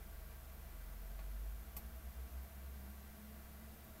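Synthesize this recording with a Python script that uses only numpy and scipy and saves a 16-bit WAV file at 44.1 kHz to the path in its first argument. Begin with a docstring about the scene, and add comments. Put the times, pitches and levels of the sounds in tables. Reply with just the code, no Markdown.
"""A light is switched off in a small, quiet room behind a closed window.
From the start, air murmurs in the room's resonances; the microphone adds bright hiss and faint ticks.
Outside, a muffled engine slowly gathers speed. At 1.2 seconds comes a soft touch, and at 1.8 one sharp
click as the switch's contacts snap over and its plastic body rings. The engine keeps rising and
beats (throbs) against a steady low hum as their pitches cross."""
import sys
import numpy as np
from scipy import signal
from scipy.fft import rfft, irfft
from scipy.io import wavfile

SR = 44100
rng = np.random.default_rng(int(sys.argv[2]) if len(sys.argv) > 2 else 0)


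def bounce(signal):
    """Save signal as a 16-bit WAV file at the path given by the first command-line argument."""
    frames = np.transpose(np.atleast_2d(signal))
    limited = np.clip(frames, -1, 1)
    pcm = np.round(limited * 32767).astype(np.int16)
    wavfile.write(sys.argv[1], SR, pcm)


N = 176400
TIME = np.arange(N) / SR


def from_db(db):
    """Turn decibels into a number to multiply by."""
    return 10 ** (np.asarray(db) / 20)


def unit_level(x):
    """Scale a signal so its average level (rms) is one."""
    return x / np.sqrt(np.mean(x ** 2) + 1e-20)


def curve(rows):
    """Join (seconds, value) points with straight lines."""
    return np.interp(TIME, *np.transpose(rows))


def noise(colour):
    """Noise at level one, shaped by rows of frequency and relative dB."""
    hz, db = np.transpose(colour)
    bin_hz = np.maximum(np.arange(N // 2 + 1) * SR / N, 1)
    gain = from_db(np.interp(np.log(bin_hz), np.log(hz), db))
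    return unit_level(irfft(rfft(rng.standard_normal(N)) * gain, N))


def resonant_noise(hz, width_hz):
    """Noise gathered around one pitch."""
    r = np.exp(-np.pi * width_hz / SR)
    feedback = [1, -2 * r * np.cos(2 * np.pi * hz / SR), r * r]
    return unit_level(signal.lfilter([1, 0, -1], feedback, rng.standard_normal(N + SR))[SR:])


def drift(rate_hz):
    """A slow random wobble, about one in size."""
    r = np.exp(-2 * np.pi * rate_hz / SR)
    return unit_level(signal.lfilter([1], [1, -2 * r, r * r], rng.standard_normal(N + SR))[SR:])


def keep_side(x, hz, side):
    """Keep the "low" or "high" side of a frequency."""
    return signal.sosfilt(signal.butter(2, hz, side, fs=SR, output="sos"), x)


def strike(start, rise_s, fade_s):
    """The loudness of a hit: a quick rise, and a fall of 60 dB per fade time."""
    age = np.maximum(TIME - start, 0)
    return np.minimum(age / rise_s, 1) * np.exp(-np.log(1000) * age / fade_s)


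def ring(tones, start):
    """A struck object rings with tones that each fade at their own rate."""
    return sum(from_db(db) * np.sin(2 * np.pi * hz * (TIME - start)) * strike(start, .0006, fade_s)
               for hz, db, fade_s in tones)


# Room air and microphone hiss. Each row: frequency in Hz, relative level in dB.
AIR_COLOUR = [(20, 16), (33, 11), (70, 17.5), (100, 11), (170, 11.5), (230, 0), (270, -8), (450, 1.3),
              (900, -1), (1700, -6), (3000, -8), (5000, -10.5), (8000, -11), (11000, -7.5), (12600, -3),
              (14400, -3.5), (15700, -8.5)]
# Pitches that stand out in the air. Each row: pitch in Hz, width in Hz, level in dB.
AIR_PITCHES = [(214.5, 18.4, -72.5), (319.7, 37, -76.5), (449, 29, -78), (650.5, 21, -72.5),
               (689, 30, -76.5), (776, 22, -81.5), (977, 26, -83.5), (1140, 25, -77), (1297, 14, -81.5),
               (1425, 35, -78), (1573, 37, -77), (1739, 25, -82), (1997, 113, -77.5), (2347, 31, -82),
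               (2767, 23, -86), (12280, 110, -82)]

def air():
    """Soft, even noise murmurs in narrow resonances."""
    murmur = sum(from_db(db) * resonant_noise(hz, width) for hz, width, db in AIR_PITCHES)
    return from_db(-59) * noise(AIR_COLOUR) + murmur


def ticks(first_s=.0779, gap_s=.4708, width_s=.00014, pitch_hz=14400):
    """The microphone adds tiny, very high ticks, about two a second."""
    from_tick_s = (TIME - first_s + gap_s / 2) % gap_s - gap_s / 2
    pulse = np.exp(-.5 * (from_tick_s / width_s) ** 2)
    return from_db(-48) * pulse * np.sin(2 * np.pi * pitch_hz * from_tick_s)


# How loud the hum is. Each row: time in seconds, level in dB.
HUM_LOUDNESS = [(0.0, -57), (0.6, -55.5), (1.2, -66), (1.75, -55.5), (2.3, -52), (2.85, -54), (3.25, -58),
                (3.5, -55.5), (4.0, -60)]

def hum(pitch_hz=66.8):
    """A low tone of steady pitch swells and sinks."""
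    return np.sqrt(2) * from_db(curve(HUM_LOUDNESS)) * np.sin(2 * np.pi * pitch_hz * TIME)


# How fast the engine fires. Each row: time in seconds, firings per second.
FIRING_RATE = [(0, 42.7), (.2, 42.4), (.55, 41.7), (1.0, 44.3), (1.55, 51.6), (1.8, 55.8), (2.35, 61.5),
               (2.75, 66.1), (3.15, 69.5), (4, 76.7)]
# The tone at that rate. Each row: time in seconds, level in dB.
FIRING_LOUDNESS = [(0.0, -55.5), (0.2, -53), (0.5, -60.5), (0.75, -51.3), (1.1, -47.9), (1.48, -43.9),
                   (1.59, -48.8), (1.66, -59), (1.76, -53.5), (2.05, -54), (2.22, -50.2), (2.45, -53.5),
                   (2.75, -63.8), (3.2, -65.9), (4.0, -66.8)]
# The tone at three times that rate. Each row: time in seconds, level in dB.
THIRD_LOUDNESS = [(0, -74.5), (1.3, -72.5), (1.8, -80), (2.4, -73), (2.8, -67.5), (3.15, -64.5),
                  (3.45, -64.5), (4, -71.5)]
# The engine's rumble. 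Each row: frequency in Hz, relative level in dB.
RUMBLE_COLOUR = [(60, -11.5), (160, 0.5), (225, 6), (270, -17), (340, -4), (500, -20), (1500, -63),
                 (15000, -79)]

def engine(boom_hz=223.4, boom_width_hz=11.5):
    """Through the wall come the firing tone, its overtones and a rumble that grows with speed."""
    rate = curve(FIRING_RATE)
    phase = 2 * np.pi * np.cumsum(rate) / SR
    firing = from_db(curve(FIRING_LOUDNESS) + .4 * drift(rate_hz=6.7)) * np.sin(phase)
    third = from_db(curve(THIRD_LOUDNESS) + 2 * drift(rate_hz=8)) * np.sin(3 * phase)
    # Two higher tones swell as they pass a pitch at which the room booms.
    upper = np.zeros(N)
    for multiple, peak_db in [(4, -68), (5, -77.5)]:
        boom = 1 / np.hypot(1, 2 * (multiple * rate - boom_hz) / boom_width_hz)
        upper += from_db(peak_db) * boom * np.sin(multiple * phase)
    rumble = from_db(-67.5) * (rate / rate.max()) ** 1.85 * noise(RUMBLE_COLOUR)
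    return np.sqrt(2) * (third + upper - firing) + rumble


# The noise of the touch. Each row: frequency in Hz, relative level in dB.
TOUCH_COLOUR = [(200, -18), (650, 8), (1200, -2), (1800, -1), (2500, -2), (3000, -11), (4300, -6),
                (8000, -22), (15000, -30)]
# Its ring. Each row: pitch in Hz, relative level in dB, fade time in seconds.
TOUCH_TONES = [(1115, -3, 0.099), (2540, -3, .05)]

def touch(start_s=1.19):
    """A faint tap rings briefly before the click."""
    tap = noise(TOUCH_COLOUR) * strike(start_s, rise_s=.0025, fade_s=.19)
    return from_db(-59.5) * (tap + ring(TOUCH_TONES, start_s))


# The switch's quick contacts, the first one thin.
# Each row: start in seconds, level in dB, frequency in Hz below which the crack is turned down.
SWITCH_CONTACTS = [(1.7663, -40.5, 9900), (1.7685, -46, 300), (1.7693, -45, 4000), (1.7728, -41, 300)]
# The noise of one contact. 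Each row: frequency in Hz, relative level in dB.
SNAP_COLOUR = [(150, -26), (800, -10), (1500, -19), (2600, -14), (4000, -10), (8000, -5.5), (10800, -3),
               (12200, 8), (14600, 8), (15200, -4), (15800, -7)]
# The plastic body's ring. Each row: pitch in Hz, relative level in dB, fade time in seconds.
BODY_TONES = [(162, -12, 0.17), (650, -15, 0.06), (834, -18, 0.12), (1110, -13, 0.039), (1480, -25, 0.06),
              (2070, -14.5, 0.044), (2540, -12.5, 0.036), (2945, -16.5, 0.048), (4520, -22.5, 0.044),
              (5340, -22, 0.077), (5523, -22, 0.064), (6260, -17, 0.04), (7700, -17, 0.063),
              (8460, -13, 0.041)]

def switch(split_hz=2000):
    """Each contact cracks and echoes briefly, longer in the bass; the first sets the body ringing."""
    click = np.zeros(N)
    for start, db, lowest_hz in SWITCH_CONTACTS:
        crack = keep_side(noise(SNAP_COLOUR), lowest_hz, "high")
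        crack *= strike(start, rise_s=.0006, fade_s=.017)
        room_bass = from_db(-1) * keep_side(noise(SNAP_COLOUR), split_hz, "low")
        room_bass *= strike(start, rise_s=.007, fade_s=.23)
        room_treble = from_db(-8.5) * keep_side(noise(SNAP_COLOUR), split_hz, "high")
        room_treble *= strike(start, rise_s=.0023, fade_s=.091)
        click += from_db(db) * (crack + room_bass + room_treble)
    first_s, first_db, _ = SWITCH_CONTACTS[0]
    return click + from_db(first_db) * ring(BODY_TONES, first_s)


def scene():
    """All the sounds together, the same on the left and right."""
    return np.tile(air() + ticks() + hum() + engine() + touch() + switch(), (2, 1))


# Where the microphone rings. Each row: pitch in Hz, width in Hz, relative level in dB.
MIC_PITCHES = [(11950, 79, -13), (13000, 200, -15)]

def record(dry):
    """The microphone rings faintly in the high treble and cuts steeply above that."""
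    out = dry
    for hz, width_hz, db in MIC_PITCHES:
        resonance = signal.iirpeak(hz, hz / width_hz, fs=SR)
        out = out + from_db(db) * signal.lfilter(*resonance, dry)
    treble_cut = signal.ellip(12, .1, 70, 15740, fs=SR, output="sos")
    return signal.sosfilt(treble_cut, out)


dry = scene()
out = record(dry)
bounce(out)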